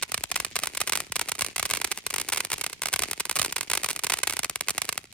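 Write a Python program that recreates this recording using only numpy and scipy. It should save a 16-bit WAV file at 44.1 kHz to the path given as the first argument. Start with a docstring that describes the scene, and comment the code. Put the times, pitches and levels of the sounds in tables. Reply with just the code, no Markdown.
"""Crackling stars burst above a ground fountain firework at night, some metres from two microphones.
Each star is a sharp shock, heard straight and again off the ground 1-3 ms later; some throw a small shard
that pops just after. Nearby clutter scatters the shocks and two walls return them faintly.
Shaped noise makes a thin hiss and the low roar of the jet; filtered pulses make soft bass thumps.
The hiss thins slowly, then drops near the end as the fountain dies."""
import sys
import numpy as np
from scipy import signal
from scipy.fft import rfft, irfft, next_fast_len
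from scipy.io import wavfile
from scipy.ndimage import uniform_filter1d, minimum_filter1d

SR = 44100
rng = np.random.default_rng(int(sys.argv[2]) if len(sys.argv) > 2 else 0)


def wav_out(sig):
    """Save sig, one row per channel (or a flat mono array), as 16-bit PCM at SR to the path in sys.argv[1]."""
    wavfile.write(sys.argv[1], SR, np.round(np.clip(np.atleast_2d(sig).T, -1, 1) * 32767).astype(np.int16))


def makeup_ratio(level_db):
    """Linear amplitude ratio for a level in decibels (20 dB per factor of ten)."""
    decades = np.asarray(level_db, float) / 20
    return 10 ** decades


N = 226223  # samples, about 5.1 s


def colour(points, hz):
    """Reads the columns of a table on a log-frequency axis."""
    f, *columns = np.transpose(points)
    return np.array([np.interp(np.log(hz + 1), np.log(f + 1), c) for c in columns])


def spikes(start_s, height):
    """An ideal shock is a one-sample pulse; this lays a train of them at the given moments."""
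    train = np.zeros(N)
    at = np.round(start_s * SR).astype(int)
    inside = at < N
    np.add.at(train, at[inside], height[inside])
    return train


def shaped(noise, gain):
    """Colours noise by gain(hz) and evens it to rms 1."""
    size = next_fast_len(N)
    spectrum = rfft(noise, size) * gain(np.fft.rfftfreq(size, 1 / SR))
    out = irfft(spectrum, size)[..., :N]
    return out / np.sqrt(np.mean(out ** 2))


def band(x, lo_hz, hi_hz):
    """Gentle band-pass."""
    return signal.sosfilt(signal.butter(1, [lo_hz, hi_hz], "band", fs=SR, output="sos"), x)


# tone of the hiss: (pitch_hz, level_db), relative levels
HISS_TONE = [(300, 6.5), (1000, -15), (2200, 7), (7000, 1), (9200, -11), (13000, -20)]
# hiss of the sparks over time, before its flicker: (start_s, level_db)
HISS_LEVEL = [(0, -53.5), (4.95, -59), (5.05, -65)]


def jet():
    """The gas jet gives a faint lumpy roar, nearly mono; its sparks a wide, grainy, flickering hiss."""
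    noise = rng.standard_normal((7, N))

    def roar_gain(hz):
        rise = (hz / 60) ** 4 / (1 + (hz / 60) ** 4)
        return rise / (1 + (hz / 150) ** 3)

    roar = shaped(noise[0] + 0.2 * noise[1:3], roar_gain)
    lumps = shaped(noise[3], lambda hz: 1 / (1 + (hz / 12) ** 2))
    flicker = shaped(noise[4], lambda hz: 1 / (1 + (hz / 60) ** 2))
    sparks = makeup_ratio(3.63 * rng.exponential(1, N))  # a few sparks snap louder than the rest
    hiss = shaped(sparks * noise[5:], lambda hz: makeup_ratio(colour(HISS_TONE, hz)[0]))
    hiss_db = np.interp(np.arange(N) / SR, *np.transpose(HISS_LEVEL))
    return makeup_ratio(-67.5 + 3.2 * lumps) * roar + makeup_ratio(hiss_db + 6.1 * flicker) * hiss


# bursting stars: (start_s, level_db, bounce_lag_ms)
# levels are relative strengths; a higher star has a longer lag off the ground
STAR_BURSTS = [(0.0255, -3.5, 1.93), (0.031, -1.8, 2.1), (0.1187, -3, 1.54), (0.143, 2, 1.66),
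               (0.1773, -7, 1.83), (0.2366, -5.5, 1.64), (0.2385, -0.5, 1.25), (0.3152, -1, 1.63),
               (0.318, -8, 1.66), (0.3579, -0.5, 2.08), (0.362, -3, 1.57), (0.3736, -11, 1.9),
               (0.4009, 0.5, 1.9), (0.448, -2, 1.65), (0.5565, -2, 1.7), (0.5635, 2.5, 1.82),
               (0.5895, -4, 1.53), (0.599, -14, 1.6), (0.635, -1.5, 1.6), (0.6449, -11, 1.65),
               (0.657, -8.5, 2.3), (0.6713, 0, 2.03), (0.7498, -8, 2), (0.7722, -2, 2.07),
               (0.776, -6.5, 1.9), (0.8037, -1.5, 2.35), (0.812, -8.5, 2.2), (0.8143, 2.5, 1.55),
               (0.8743, -3, 1.98), (0.882, -8.5, 2.1), (0.8955, 0, 2.4), (0.9221, 1, 2.03),
               (0.9328, -2.5, 1.8), (0.9539, -1, 2.1), (0.9603, -6, 2), (0.9735, -2, 1.58),
               (1.003, -2.5, 1.62), (1.121, -3.5, 2.03), (1.1574, -1, 1.75), (1.1632, -0.5, 1.83),
               (1.194, -3.5, 2.1), (1.2128, 1.5, 2.22), (1.2163, -8, 1.8), (1.2865, -5, 1.6),
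               (1.2931, -4, 1.5), (1.318, 1, 2.13), (1.3523, -12.5, 1.6), (1.3896, -10, 1.8),
               (1.3923, -4, 2.1), (1.4095, -1, 1.44), (1.417, -9, 1.9), (1.4206, 1, 1.8),
               (1.4463, -4.5, 1.86), (1.464, -5.5, 1.7), (1.5604, -7, 1.55), (1.563, -4.5, 1.9),
               (1.5808, -3, 1.5), (1.596, 2, 1.46), (1.628, 1, 1.7), (1.6535, -3, 2), (1.6605, -4.5, 1.7),
               (1.692, -15, 1.8), (1.7004, -4, 1.9), (1.71, 5, 1.9), (1.736, 4, 1.8), (1.7493, -6.5, 2.1),
               (1.757, -12, 1.6), (1.771, -3.5, 1.9), (1.8153, -2.3, 2.05), (1.8445, 1.5, 2.3),
               (1.8473, -1.5, 2.5), (1.8733, -13.5, 2.3), (1.9157, 1, 2.5), (1.9205, -5.5, 2.7),
               (1.959, -21, 2), (1.9752, -6, 1.08), (1.9853, -14.5, 2.5), (2.065, 1.5, 1.93),
               (2.1025, -8, 2.1), (2.1063, -8, 1.77), (2.14, 2, 2.12), (2.1611, -2, 2.4),
               (2.1824, -1.5, 1.86), (2.1996, -4, 1.73), (2.2036, -18, 2), (2.214, -1.5, 2.3),
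               (2.2873, 0, 2.67), (2.299, -10, 2.2), (2.322, -5.5, 2.3), (2.3257, -4, 2.1),
               (2.3317, 1.5, 2.16), (2.3326, -10, 2.5), (2.335, -4.5, 1.8), (2.346, -7, 1.9),
               (2.3603, -7.5, 1.8), (2.373, -1.5, 2.2), (2.3781, -3.5, 2.37), (2.4044, -1.5, 2),
               (2.449, -3, 1.7), (2.502, -8.5, 2.1), (2.5172, -1.5, 2.3), (2.5286, -7, 2.46),
               (2.5315, 1, 1.76), (2.538, -4.5, 2.1), (2.5806, -10.5, 2.5), (2.612, -1, 2.2),
               (2.6384, -6.5, 1.84), (2.6416, -5.5, 1.97), (2.664, -3, 1.5), (2.6977, -12.5, 1.95),
               (2.73, -9.5, 1.9), (2.819, -3, 1.9), (2.828, -17, 1.8), (2.834, -5, 2), (2.8571, -1.5, 1.4),
               (2.8696, -7.5, 2.3), (2.8851, -6, 1.72), (2.929, -1.5, 1.77), (2.936, 5, 2.67),
               (2.938, 4, 1.9), (2.9405, -3.9, 0.83), (2.9604, -1.5, 1.8), (2.992, 2, 2),
               (3.021, 4.5, 1.75), (3.035, -1.5, 1.56), (3.112, 2.5, 2.3), (3.132, -6, 1.56),
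               (3.1989, -2.5, 2), (3.2041, 0.5, 2.03), (3.2535, -4, 1.97), (3.2954, -1, 2.34),
               (3.3123, 0, 2), (3.3268, -15, 1.6), (3.3563, -2, 1.65), (3.3629, 0, 1.7),
               (3.3682, -3.5, 1.8), (3.3693, -9, 1.52), (3.3884, -2, 1.7), (3.395, 5, 1.62),
               (3.3956, -4, 1.3), (3.4161, 0, 1.7), (3.418, 3, 1.5), (3.428, -4, 1.9), (3.442, -14, 1.8),
               (3.4469, -2, 2), (3.4603, -2, 2.2), (3.5246, -2.8, 2.05), (3.5603, -4.5, 2.1),
               (3.5642, -2.5, 2.05), (3.582, -5, 2.2), (3.6094, -2, 1.92), (3.6308, -10, 1.9),
               (3.7, -0.8, 2.05), (3.7145, 5, 2.27), (3.7338, 1.5, 1.9), (3.7372, -3.5, 2.5),
               (3.752, 0.5, 2.05), (3.7739, 1.5, 2.37), (3.8335, -3, 1.57), (3.8443, 3, 1.67),
               (3.8609, -4.5, 2.1), (3.887, -3, 1.9), (3.8977, -9, 1.8), (3.904, -4.5, 2.1),
               (3.9108, -3, 2.17), (3.9304, -10, 1.4), (3.962, -4, 1.6), (3.992, -7, 1.7),
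               (4.0366, 0, 2.16), (4.044, 1, 2), (4.068, -2, 1.9), (4.0983, -1.5, 1.94),
               (4.1026, -5.5, 1.6), (4.1206, -2.5, 2.1), (4.1358, -1.5, 2.02), (4.1389, -0.5, 1.6),
               (4.1714, -12.5, 1.7), (4.1871, -5, 2.2), (4.2326, 2, 2.0), (4.2345, -4, 2.0),
               (4.2722, 1.5, 2.2), (4.2747, -0.5, 2.36), (4.2759, -6, 1.6), (4.2971, -3, 2.26),
               (4.3075, -6, 1.8), (4.325, -6, 1.4), (4.3349, -5, 2.1), (4.3678, -4, 2), (4.392, 3, 1.4),
               (4.433, -5, 1.74), (4.445, -2, 1.87), (4.4469, -10, 1.6), (4.4969, -1, 1.6),
               (4.5577, -1.5, 1.8), (4.6085, -1.5, 1.8), (4.6842, 0, 1.95), (4.6943, -1.5, 1.62),
               (4.7053, -1, 1.7), (4.78, 2.5, 1.47), (4.818, 0.5, 1.75), (4.8523, -11.5, 1.7),
               (4.8905, 1, 1.78), (4.926, -4, 1.93), (4.9774, -1, 1.54), (5.126, -23, 1.3)]


def bursts(shard_share=0.42, shard_db=-31.5, shard_wait_s=0.013):
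    """The stars, and the small shards that some of them throw, at the same height."""
    start_s, level_db, lag_ms = np.transpose(STAR_BURSTS)
    throws, chance = rng.random((len(start_s), 2)).T
    pop_db = np.where(throws < shard_share, level_db + shard_db, -np.inf)
    pop_s = start_s - shard_wait_s * np.log(1 - chance)  # exponential waits, mean shard_wait_s
    return np.r_[start_s, pop_s], np.r_[level_db, pop_db], np.r_[lag_ms, lag_ms]


def stars(dull_per_db=0.0174, soil_middle=0.43, soil_treble=-0.19):
    """Each shock and its ground bounce; a bigger star is duller, and direction tips the middle left or right."""
    start_s, level_db, lag_ms = bursts()
    bounce_chance, lean, aim, body = rng.standard_normal((len(start_s), 4)).T
    bounce_s = start_s + lag_ms / 1000
    size = makeup_ratio(level_db)
    bounce = makeup_ratio(level_db + 0.87 + 1.12 * bounce_chance)
    dull = 0.27 * lean + dull_per_db * np.maximum(level_db, -20)

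    def both(weight):
        """Straight shock plus bounce."""
        return spikes(start_s, weight * size) + spikes(bounce_s, weight * bounce)

    aimed = both(aim)
    side = 0.24 * band(aimed, 2350, 7200) + 0.24 * band(aimed, 110, 550)
    # the ground returns more middle and less treble: shares of the bounce
    ground = spikes(bounce_s, bounce)
    soil = soil_middle * band(ground, 1350, 5400) + soil_treble * band(ground, 6200, 17500)
    # every star has its own middle
    unlike = band(both(dull), 570, 3600) + band(both(0.18 + 0.25 * body), 1240, 3700)
    return both(0.94) + soil + unlike + np.array([side, -side])


def scatter(x, near_db=-12, near_t60=0.026, far_db=-12.0, far_t60=0.49, swell_db=-13, swell_s=0.0665,
            width_s=0.012):
    """Ground litter and the stand scatter at once; the yard faintly, with a swell near the walls' delay."""
    t = np.arange(SR // 3) / SR
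    out = np.zeros((2, N))
    yard = makeup_ratio(far_db - 60 * t / far_t60) * (1 - np.exp(-t / 0.0047))
    yard += makeup_ratio(swell_db) * np.exp(-((t - swell_s) / width_s) ** 2)
    near_fade = makeup_ratio(-60 * t / near_t60) * (1 - np.exp(-t / 0.00038))
    turn = np.arange(N) // 331 % 8  # 7.5 ms each
    for k in range(8):  # several tails in turn keep the bursts unlike
        # sparse random reflections: shared near, near left and right, far left and right
        present = rng.random((5, len(t))) < [[0.04]] * 3 + [[0.006]] * 2
        taps = rng.standard_normal((5, len(t))) * present
        near = band(0.44 * taps[0] + taps[1:3], 450, 9400) * near_fade
        far = band(taps[3:], 430, 6400) * yard / np.sqrt(SR / 1000)
        tail = makeup_ratio(near_db) * near / np.linalg.norm(near[0]) + far
        out += signal.fftconvolve((x * (turn == k))[None], tail, axes=1)[:, :N]
    return out


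# walls round the yard: (delay_ms, spread_ms, level_db, bounce_lag_ms, top_hz, right_db)
# the bounce grazes the ground; right_db is added on the right and taken off the left
YARD_WALLS = [(56.2, .7, -35, 0.32, 22000, -9), (64.96, .5, -16.5, .43, 6100, -0.5)]


def walls():
    """Each wall returns a faint double slap, the earlier one bright, the later one duller;
    where the star bursts shifts its delay and strength."""
    start_s, level_db, _ = np.transpose(STAR_BURSTS)
    out = np.zeros((2, N))
    for delay_ms, spread_ms, wall_db, lag_ms, top_hz, right_db in YARD_WALLS:
        shift, chance = rng.standard_normal((len(start_s), 2)).T
        slap_s = start_s + (delay_ms + spread_ms * shift) / 1000
        size = makeup_ratio(wall_db + 1.1 * level_db + 1.6 * chance)
        slap = spikes(slap_s, size) + spikes(slap_s + lag_ms / 1000, size)
        wall_slap = band(slap, 30, top_hz) + 1.74 * band(slap, 268, 530)
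        out += wall_slap * makeup_ratio(np.array([[-right_db], [right_db]]))
    return out


# low thumps, perhaps coughs of the jet: (start_s, level_db), level of the pulse before the low-pass
THUMPS = [(.18, 18), (0.396, 15), (1.099, 16), (1.42, 15.5), (1.629, 17), (2.53, 9), (2.994, 19),
          (3.394, 15)]


def thumps(top_hz=85):
    """Each thump is one soft push of air, a pulse low-passed until it is all bass."""
    start_s, level_db = np.transpose(THUMPS)
    low_pass = signal.butter(2, top_hz, fs=SR, output="sos")
    return signal.sosfilt(low_pass, spikes(start_s, makeup_ratio(level_db)))


# colour of a shock at the two microphones, before shock_db: (pitch_hz, left_db, right_db)
MIC_COLOUR = [(22, -52, -45), (51.3, -7.5, -6.5), (86.5, -3.5, -3.5), (270, -2.5, 4), (427, 2, 0.5),
              (481, -4, -1.5), (890, 5.5, 4), (1810, 1, 2), (2180, 4, 7), (3180, -0.5, 2.5), (4100, -1, 3),
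              (6300, 1.5, 3.5), (9150, 5, 5.5), (11670, 2.5, 1.5), (14970, -4, -3), (16080, -23, -5),
              (17200, -67.5, -50)]
# band splits that delay the bass: (split_hz, sharpness_q)
BAND_SPLITS = [(45, 0.75), (140, 0.81), (385, 0.68)]
# above the corner the treble arrives early; rows left, right: (corner_hz, lead_below_ms, lead_above_ms)
TREBLE_LEADS = [(6740, 0.021, 0.1303), (7115, -.035, 0.315)]


def microphones(x, shock_db=-2.15, size=16384):
    """Minimum-phase colour of each microphone, bass held back by all-pass splits, early treble."""
    hz = np.fft.rfftfreq(size, 1 / SR)
    log_gain = np.log(makeup_ratio(colour(MIC_COLOUR, hz) + shock_db))
    mirrored = np.hstack([log_gain, log_gain[:, -2:0:-1]])
    phase = -signal.hilbert(mirrored).imag[:, :len(hz)]
    for split_hz, q in BAND_SPLITS:
        phase -= 2 * np.arctan2(hz / split_hz / q, 1 - (hz / split_hz) ** 2)
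    corner_hz, below_ms, above_ms = np.transpose(TREBLE_LEADS)[:, :, None]
    lead = below_ms * np.minimum(hz, corner_hz) + above_ms * np.maximum(hz - corner_hz, 0)
    phase += 2 * np.pi * lead / 1000
    # 64 samples of room for the early treble, taken off again after filtering
    response = irfft(np.exp(log_gain + 1j * phase), size)
    response = np.roll(response, 64, axis=1)[:, :size // 2]
    return signal.fftconvolve(x, response, axes=1)[:, 64:N + 64]


def scene():
    """Shocks with their scatter, echoes and thumps at the microphones, over the jet."""
    shocks = stars()
    scattered = scatter(shocks.mean(0))
    return microphones(shocks + scattered + walls() + thumps()) + jet()


def top_cut(x):
    """Nothing passes above the cut-off."""
    return signal.sosfilt(signal.butter(12, 16970, fs=SR, output="sos"), x)


def record(dry, ceiling_db=-6.0, ratio=4):
    """A quick limiter, linked across both channels, holds the loudest bursts."""
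    peak_db = 20 * np.log10(abs(dry).max(0) + 1e-9)
    fall_db = np.arange(N) * 900 / SR  # the held peak falls 900 dB a second
    held_db = np.maximum.accumulate(peak_db + fall_db) - fall_db
    over_db = np.maximum(held_db - ceiling_db, 0)
    widest_db = -minimum_filter1d(-over_db, size=41)  # looks half a millisecond ahead
    ahead_db = uniform_filter1d(widest_db, size=21)
    limited = dry / makeup_ratio((1 - 1 / ratio) * ahead_db)
    return top_cut(limited)


dry = scene()
out = record(dry)
wav_out(out)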